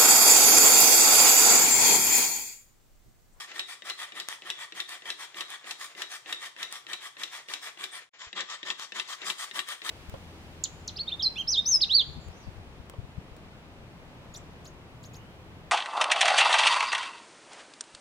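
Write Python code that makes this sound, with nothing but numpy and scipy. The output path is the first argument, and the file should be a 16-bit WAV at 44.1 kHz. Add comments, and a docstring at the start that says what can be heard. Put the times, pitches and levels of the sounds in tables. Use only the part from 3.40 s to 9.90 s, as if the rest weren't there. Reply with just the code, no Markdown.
"""A model beam engine runs on steam on a table in a small room, a little over three turns a second.
Each turn the slack linkage taps, the exhaust puffs, the crank knocks and rings, and the return stroke
puffs again. Steam leaks throughout; now and then a drop of water spits. At 4.5 s steam squeaks once.
At 4.7 s the sound drops out briefly and comes back from closer by, dull at first. A soft bump follows,
and the top octave opens again over the last turns."""
import sys
import numpy as np
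from scipy import signal
from scipy.fft import rfft, irfft, next_fast_len
from scipy.io import wavfile
from scipy.ndimage import uniform_filter1d, map_coordinates

SR = 44100
rng = np.random.default_rng(int(sys.argv[2]) if len(sys.argv) > 2 else 0)


def put_to_file(sound):
    """Save the sound as 16-bit audio at rate SR, in the file named by the first command-line argument."""
    columns = np.atleast_2d(sound).T  # one column per channel
    safe = np.clip(columns, -1, 1)
    whole_steps = np.round(safe * 32767)
    wavfile.write(sys.argv[1], SR, whole_steps.astype(np.int16))


N = 286650
CLOSE_FROM_S = 4.715
AFAR = np.arange(N) < CLOSE_FROM_S * SR

# Bright edge of a hit, spectrum: f/Hz, level/dB
CRACK_SPECTRUM = [(100, -60), (500, -14), (2000, 1), (3800, 9.5), (4700, 1.5), (5600, 4), (6600, -5),
                  (7400, 4.5), (8800, -19), (10200, -8), (11300, -24), (12500, -11.5), (15500, -39)]
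# Steel on brass, spectrum: f/Hz, level/dB
CLACK_SPECTRUM = [(60, -60), (200, -27), (900, -17), (1200, -11), (1850, 8), (2200, -17), (2700, 9.5),
                  (3100, -30), (3750, 3), (4150, 8), (4600, -25), (9000, -41)]
# Crank knocks, one a turn: t/s, level/dB, rod f/Hz
CRANK_KNOCKS = [(0.1935, -27.5, 3770), (0.4979, -29.5, 4140), (0.7993, -35, 3990), (1.1014, -28.5, 3530),
                (1.4016, -30, 3690), (1.702, -31, 3990), (2.0072, -31.5, 3870), (2.3093, -37.5, 3900),
                (2.6189, -31, 3880), (2.9255, -28, 3715), (3.2286, -31, 3770), (3.5319, -32, 3820),
                (3.834, -29.5, 3640), (4.1367, -30.5, 3960), (4.439, -34.5, 3520), (5.006, -31.5, 3600),
                (5.3023, -26.5, 3750), (5.5971, -27.5, 3770), (5.9002, -26, 3600), (6.1918, -26.5, 3530),
                (6.4917, -24.5, 3750)]


def crank_knocks(crack_db=-30.5, rod_afar_db=-9, rod_close_db=-20, rod_t60_s=0.3):
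    """The crank pin hits its bearing and bounces; the loose rod rings, rising as its load changes."""
    out = np.zeros((2, N))
    t, rod_t = np.arange(SR // 8) / SR, np.arange(SR // 3) / SR
    flutter = (wobble(90) + 1j * wobble(90)) / np.sqrt(2)
    chatter = (decay(t, 0.022) + amp(-20) * decay(t, 0.1)) * attack(t, 0.0007)
    for s, db, rod_hz in CRANK_KNOCKS:
        add(out, s, amp(crack_db) * burst(CRACK_SPECTRUM, chatter))
        blow = amp(-6) * burst(CLACK_SPECTRUM, decay(t, 0.03) * attack(t, 0.0002))
        blow += brass_ring(t, tilt_db_oct=1, scatter_db=3.5, damping=1.24)
        bounce_s = rng.uniform(0.000967, 0.002033)
        add(blow, bounce_s, amp(-1) * brass_ring(t, tilt_db_oct=5.5, scatter_db=3, damping=2.4))
        settle_s = rng.uniform(0.005, 0.012)
        add(blow, settle_s, amp(-4.5) * brass_ring(t, tilt_db_oct=-3.5, scatter_db=2, damping=1.1))
        add(out, s, amp(db) * struck(blow))

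        phase = 2 * np.pi * rod_hz * (rod_t + 0.24 * rod_t * (rod_t / 2 - 0.055))
        rod_flutter = np.roll(flutter, -round(s * SR))[:len(rod_t)]
        rod = np.real(np.exp(1j * phase) * (1 + 0.99 * rod_flutter))
        rod += 0.5 * np.sin(phase * (1 - rng.uniform(0.0085, 0.044)))  # second bending direction
        rod_db = db + (rod_afar_db if s < CLOSE_FROM_S else rod_close_db)
        add(out, s, amp(rod_db) * decay(rod_t, rod_t60_s) * attack(rod_t, 0.001) * rod)
    return out


# Linkage and flywheel modes: f/Hz, relative level/dB, t60/s at damping 1
BRASS_MODES = [(191, -33.5, 0.13), (306.5, -21, 0.13), (369, -18.5, 0.28), (498, -17.5, 0.13),
               (785, -15, 0.054), (1120, -23, .05), (1370, -21, 0.17), (1617, -12, 0.068),
               (1850, -1, 0.085), (2030, -4, 0.18), (2350, -3.5, 0.052), (2670, 6, 0.053), (2885, 1, 0.087),
               (3000, -12.5, 0.035), (3310, 13.5, 0.014), (3702, 5, 0.071), (3560, 5, 0.028),
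               (3873, -20, 0.024), (3870, -1, 0.029), (3940, -2, 0.15), (4290, -31, 0.057)]


def brass_ring(t, tilt_db_oct, scatter_db, damping):
    """The brass rings with new mode strengths at every blow, in a different phase on each side."""
    hz, db, t60_s = np.transpose(BRASS_MODES)[:, :, None]
    strength, phase, detune, aim = rng.standard_normal((4, len(BRASS_MODES), 1))
    mode_db = db + scatter_db * strength + tilt_db_oct * octaves_above(hz, 1500)
    envelopes = amp(mode_db) * decay(t, t60_s / damping)
    angle = 2 * np.pi * hz * (1 + 0.012 * detune) * t + np.pi * phase
    sides = [np.sum(envelopes * np.sin(angle + side * 1.25 * aim), axis=0) for side in (-1, 1)]
    return struck(np.array(sides) * attack(t, 0.00017))


# Steam, mouth hiss and base plate spectra: f/Hz, level/dB
STEAM_SPECTRUM = [(100, -52), (300, -19.5), (550, -9.5), (900, -4.5), (1500, -1.5), (2700, -0.5),
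                  (4000, -3), (4600, -16), (5400, -33), (8000, -55)]
HISS_SPECTRUM = [(2000, -51), (3800, -2), (4700, -0.5), (5400, -1), (6300, -3.5), (7300, -2), (8500, -6),
                 (10300, -12), (11200, -17.5), (12200, -15), (13500, -19.5), (15500, -22)]
PLATE_SPECTRUM = [(25, -40), (70, -23), (140, -8.5), (200, -1.5), (250, -7.5), (310, 4.5), (385, 5),
                  (470, -2.5), (600, 1), (1000, -20), (3000, -75)]
# Exhaust and frame resonances: f/Hz, width/Hz, gain afar/dB, gain close/dB
PIPE_RESONANCES = [(730, 16, 10.5, -4), (806, 8.3, 10, -1.5), (923, 110, 4, 3.5), (1164, 272, 10, 11),
                   (1340, 22, 4.5, 0), (1667, 12, 10.5, 6), (1826, 35, 7.5, 8), (1855, 320, 9, 6.5),
                   (1994, 103, 4.5, 5), (2316, 200, 6, 0), (3142, 84, 8.5, 11.5), (3383, 220, 12, 8.5),
                   (3680, 230, 5.5, 7.5)]
# Base puff levels, rows afar and close: power stroke/dB, return stroke/dB
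PIPE_PUFF_DB = [(-38.5, -38.5), (-32.5, -34.5)]
HISS_PUFF_DB = [(-46.5, -45), (-39.5, -40.5)]
PLATE_PUFF_DB = [(-58.5, -69), (-53, -68.5)]


def exhaust():
    """Wet steam sputters through the pipe, hisses at its mouth and shakes the base plate."""
    def pipe_noise(close):
        return noise(lambda hz: along(STEAM_SPECTRUM, hz) + sum(
            resonance(hz, centre_hz, width_hz, gains_db[close])
            for centre_hz, width_hz, *gains_db in PIPE_RESONANCES))

    pipe = patchy(np.where(AFAR, pipe_noise(close=False), pipe_noise(close=True)), depth_db=2)
    sputter = wobble(260)
    pipe = unit(pipe * amp(1.8 * sputter))
    pipe *= valve_flow(PIPE_PUFF_DB, lead=0.9, shut_s=0.034, squareness=2.93, tail_db=-16, tail_s=0.15)
    hiss = unit(patchy(rush(HISS_SPECTRUM), depth_db=3.5) * amp(0.97 * sputter))
    hiss *= valve_flow(HISS_PUFF_DB, lead=0.98, shut_s=0.034, squareness=3.4, tail_db=-8.5, tail_s=0.062)
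    hollow_base = noise(lambda hz: along(PLATE_SPECTRUM, hz) + resonance(hz, 210, width_hz=70, db=8))
    plate = np.where(AFAR, rush(PLATE_SPECTRUM), hollow_base)
    plate *= valve_flow(PLATE_PUFF_DB, lead=1.42, shut_s=0.048, squareness=3.9, tail_db=-10, tail_s=0.073)
    return pipe + hiss + plate


def valve_flow(levels_db, lead, shut_s, squareness, tail_db, tail_s):
    """The valve opens (lead scales how early), holds and shuts; the cylinder empties slowly."""
    power = np.zeros(N)
    for s, open_s, db in puffs(levels_db):
        i = np.arange(max(0, int(s * SR) - SR // 8), min(N, int(s * SR) + SR // 4))
        t = i / SR - s
        flow = np.exp(-np.abs(t / np.where(t < 0, lead * open_s, shut_s)) ** squareness)
        tail = amp(tail_db) * (t > 0) * (1 - flow) * np.exp(-np.abs(t) / tail_s)
        power[i] += (amp(db) * (flow + tail)) ** 2
    return np.sqrt(power)


# Slow exhaust drift: t/s, gain/dB
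EXHAUST_DRIFT = [(0, -0.5), (0.7, 1.5), (1.1, 0), (2.0, 1.1), (3.7, 0.03), (4.15, 0), (4.6, 0.5),
                 (4.82, -5.5), (4.99, 1.2), (5.55, -3.5), (5.89, 2), (6.3, -2)]


def puffs(levels_db, turn_s=0.2964, power_lead_s=0.015, return_lag_s=0.12, scatter_db=1):
    """The crank times two puffs a turn; yields peak t/s, base opening time/s, level/dB."""
    power_open_s, return_open_s = 0.035, 0.038
    knock_s = np.transpose(CRANK_KNOCKS)[0]
    # both the far and the close stretch begin in mid-turn
    under_way_s = [knock_s[0] - turn_s, knock_s[knock_s > CLOSE_FROM_S][0] - turn_s]
    power = [(s - power_lead_s, power_open_s, 0) for s in knock_s]
    back = [(s + return_lag_s, return_open_s, 1) for s in [*knock_s, *under_way_s]]
    for s, open_s, stroke in power + back:
        base_db = levels_db[int(s > CLOSE_FROM_S)][stroke]
        drift_db = np.interp(s, *np.transpose(EXHAUST_DRIFT))
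        yield s, open_s, base_db + drift_db + scatter_db * rng.standard_normal()


# Linkage reversals, about a quarter turn before each knock: t/s, level/dB
LINKAGE_TAPS = [(0.116, -40.5), (0.421, -39.5), (0.721, -40.5), (1.021, -41), (1.3225, -37.5), (1.621, -44),
                (1.9441, -41), (2.243, -44), (2.5499, -44.5), (2.8597, -41), (3.164, -42.5),
                (3.4667, -39.5), (3.7681, -42.5), (4.086, -37.5), (4.3736, -44), (4.9292, -35.5),
                (5.23, -33), (5.521, -34.5), (5.8178, -36), (6.1118, -36), (6.4181, -37)]


def linkage_taps():
    """The slack linkage reverses with a dry clack, brighter when harder; the base plate answers."""
    out, t = np.zeros((2, N)), np.arange(SR // 8) / SR
    mean_db = np.mean(LINKAGE_TAPS, axis=0)[1]
    for s, db in LINKAGE_TAPS:
        tilt_db_oct = -3.5 + 0.64 * (db - mean_db)
        tick = noise(lambda hz: along(CRACK_SPECTRUM, hz) - 8 * octaves_above(hz, 5000), len(t))
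        tick = amp(-7) * struck(tick * decay(t, 0.028))
        tilt_db = lambda hz: tilt_db_oct * octaves_above(np.minimum(hz, 4000), 1500)
        clack = noise(lambda hz: along(CLACK_SPECTRUM, hz) + tilt_db(hz), len(t))
        clack = amp(-15) * struck(clack * decay(t, 0.046))
        brass = brass_ring(t, 1.7 * tilt_db_oct, scatter_db=2.4, damping=1.53)
        thud = amp(-18) * burst(PLATE_SPECTRUM, decay(t, 0.14))
        add(out, s, amp(db) * struck(brass + clack + tick + thud))
    return out


# Bursting drop, spectrum: f/Hz, level/dB
SPRAY_SPECTRUM = [(40, -87), (150, -50), (400, -26), (1200, -1), (2700, -12), (3500, 2.5), (5000, -5),
                  (6300, -6), (8000, -3), (10500, -12.5), (15500, -23)]
# Drops: t/s, level before trim/dB
WATER_SPITS = [(0.8868, -24.5), (1.4930, -34.5), (2.1036, -35.5), (2.7178, -40), (3.3255, -30.5),
               (5.1014, -36), (5.3975, -32), (6.2886, -32.5)]


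def water_spits(trim_db=-6, t60_s=0.0039):
    """Condensed drops burst at the exhaust with a bright snap as the return stroke begins."""
    out, t = np.zeros((2, N)), np.arange(SR // 20) / SR
    for s, db in WATER_SPITS:
        add(out, s, amp(db + trim_db) * burst(SPRAY_SPECTRUM, decay(t, t60_s)))
    return out


def steam_squeak(start_s=4.512, length_s=0.079, db=-49.5, start_hz=8250, rise_hz_per_s=24000):
    """Steam squeezes past a drop: a thin, rough whistle that climbs as the gap narrows."""
    out, t = np.zeros((2, N)), np.arange(int(length_s * SR)) / SR
    phase = 2 * np.pi * t * (start_hz + rise_hz_per_s * t / 2)
    roughness = np.array([(wobble(1000) + 1j * wobble(1010))[:len(t)] for _ in range(2)])
    swell = np.sin(np.pi * (t / length_s) ** 0.64)
    add(out, start_s, amp(db) * swell * np.real(np.exp(1j * phase) * roughness))
    return out


def bump(start_s=4.869, db=-38.5, hz=69.6, t60_s=0.039):
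    """A soft low bump: one damped sine."""
    out, t = np.zeros((2, N)), np.arange(SR // 5) / SR
    add(out, start_s, -amp(db) * decay(t, t60_s) * attack(t, 0.004) * np.sin(2 * np.pi * hz * t))
    return out


# Leaking steam, spectrum: f/Hz, level/dB
LEAK_SPECTRUM = [(100, -29), (350, -5), (700, 0.5), (1200, -0.5), (2000, 8), (3600, 0.5), (4500, -3),
                 (6200, -7.5), (7100, -1.5), (9000, -41), (12000, -34), (15500, -30)]


def steam_leak(afar_db=-58, close_db=-55, flicker_db=6.8):
    """Steam leaks all the time with a flickering rush."""
    return rush(LEAK_SPECTRUM) * amp(np.where(AFAR, afar_db, close_db) + flicker_db * wobble(25))


# Room decay: f/Hz, t60/s
ROOM_T60 = [(150, 0.215), (500, 0.71), (2000, 0.31), (6000, 0.45), (14000, 0.19)]


def room_reverb(x):
    """The walls answer each side with its own tail, 5 ms late."""
    hz, t, bins = signal.stft(rng.standard_normal((2, SR // 2)), SR, nperseg=256)
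    tail = signal.istft(bins * decay(t, along(ROOM_T60, hz)[:, None]), SR, nperseg=256)[1]
    tail = np.pad(tail / np.linalg.norm(tail[0]), ((0, 0), (SR // 200, 0)))
    return signal.fftconvolve(x, tail, axes=1)[:, :N]


# Background spectrum: f/Hz, level/dB
HUSH_SPECTRUM = [(20, -12), (60, -16), (100, -8.5), (140, 1.5), (175, -10.5), (400, -5), (1500, -14),
                 (15000, -47)]


def hush(db=-72):
    """Faint, steady, low background noise."""
    return amp(db) * rush(HUSH_SPECTRUM)


# Engine balance: f/Hz, left minus right/dB
LEFT_BIAS = [(100, 0.5), (400, 1.5), (1200, 2.5), (2500, 2), (4400, 5), (6500, 4.5), (8500, -2.5),
             (14000, -.5)]


def placed_left(x, lead_s):
    """The engine stands a little to the left: earlier and mostly louder there."""
    side = np.array([[0.5], [-0.5]])
    lead = lambda hz: np.exp(2j * np.pi * hz * side * lead_s)
    return filtered(x, lambda hz: amp(side * along(LEFT_BIAS, hz)) * lead(hz))


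# Noise width: f/Hz, left-right correlation
STEREO_CORRELATION = [(100, 0.79), (600, 0.93), (1500, 0.99), (4000, 0.27), (14000, 0.097)]


def noise(colour_db, size=N):
    """Stereo noise of rms 1, widest in the treble."""
    def mid_side_gains(hz):
        angle = np.arccos(np.clip(along(STEREO_CORRELATION, hz), -1, 1)) / 2
        return amp(colour_db(hz)) * [np.cos(angle), np.sin(angle)]

    mid, side = filtered(rng.standard_normal((2, size)), mid_side_gains)
    return unit(np.array([mid + side, mid - side]))


def rush(spectrum, size=N):
    return noise(lambda hz: along(spectrum, hz), size)


def burst(spectrum, envelope):
    return struck(rush(spectrum, len(envelope)) * envelope)


def patchy(x, depth_db):
    """Narrow bands swell and fade at random over tens of milliseconds."""
    bins = signal.stft(x, nperseg=1024)[2]
    field = uniform_filter1d(rng.standard_normal(bins.shape[1:]), size=4, axis=0)
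    field = uniform_filter1d(field, size=4, axis=1)
    return unit(signal.istft(bins * amp(depth_db * unit(field)), nperseg=1024)[1][:, :N])


def wobble(knots_per_s):
    """Smooth random curve."""
    knots = rng.standard_normal(int(N * knots_per_s / SR) + 4)
    return map_coordinates(knots, [np.arange(N) * knots_per_s / SR])


def filtered(x, response):
    size = x.shape[-1]
    padded = next_fast_len(size + SR // 10)
    return irfft(rfft(x, padded) * response(np.fft.rfftfreq(padded, 1 / SR)), padded)[..., :size]


def along(points, hz):
    """Interpolate on a log frequency axis."""
    point_hz, values = np.transpose(points)
    return np.interp(np.log(hz + 1), np.log(point_hz + 1), values)


def resonance(hz, centre_hz, width_hz, db):
    return db / (1 + (2 * (hz - centre_hz) / width_hz) ** 2)


def octaves_above(hz, corner_hz):
    return np.log2(np.maximum(hz, corner_hz) / corner_hz)


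def curve(rows):
    return np.interp(np.arange(N) / SR, *np.transpose(rows))


def amp(db):
    return 10 ** (np.asarray(db) / 20)


def attack(t, tau_s):
    return 1 - np.exp(-t / tau_s)


def decay(t, t60_s):
    return amp(-60 * t / t60_s)


def unit(x):
    return x / np.sqrt(np.mean(x ** 2) + 1e-20)


def struck(x):
    """Scale a hit to rms 1 over its first 8 ms."""
    return x / np.sqrt(np.mean(x[..., :SR // 125] ** 2))


def add(track, start_s, sound):
    part = track[:, round(start_s * SR):][:, :sound.shape[-1]]
    part += sound[..., :part.shape[1]]


def scene():
    """The engine from afar, then from close by with less of the room."""
    source = steam_leak() + exhaust() + crank_knocks() + linkage_taps() + water_spits() + steam_squeak()
    source = filtered(source, lambda hz: 1 - 1 / (1 + (hz / 95) ** 4))  # too small to radiate deep bass
    far = placed_left(source, lead_s=0.0001) * amp([[-0.3], [0.3]])
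    close = placed_left(source, lead_s=0.00012) * amp([[0.2], [-0.2]])
    engine = np.where(AFAR, far, close)
    reverb = amp(np.where(AFAR, -10, -14)) * room_reverb(engine)
    return engine + reverb + hush() + bump()


# Top octave and overall level: t/s, gain/dB
TREBLE_GAIN = [(4.7, 3.5), (4.74, -44), (5.0, -13), (5.45, -4), (5.9, 1.5), (6.25, 6.5)]
DROPOUT_GAIN = [(4.6, -2.5), (4.692, -9.5), (4.698, -56), (4.73, -38), (4.737, -13.5), (4.78, -4),
                (4.82, -2.5)]


def record(dry, band_limit_hz=15650):
    """The sound drops out briefly and returns dull; the top octave then opens again."""
    treble = filtered(dry, lambda hz: np.clip((hz - 7700) / 700, 0, 1))
    dulled = dry + treble * (amp(curve(TREBLE_GAIN)) - 1)
    return filtered(dulled * amp(curve(DROPOUT_GAIN)), lambda hz: hz < band_limit_hz)


dry = scene()
out = record(dry)
put_to_file(out)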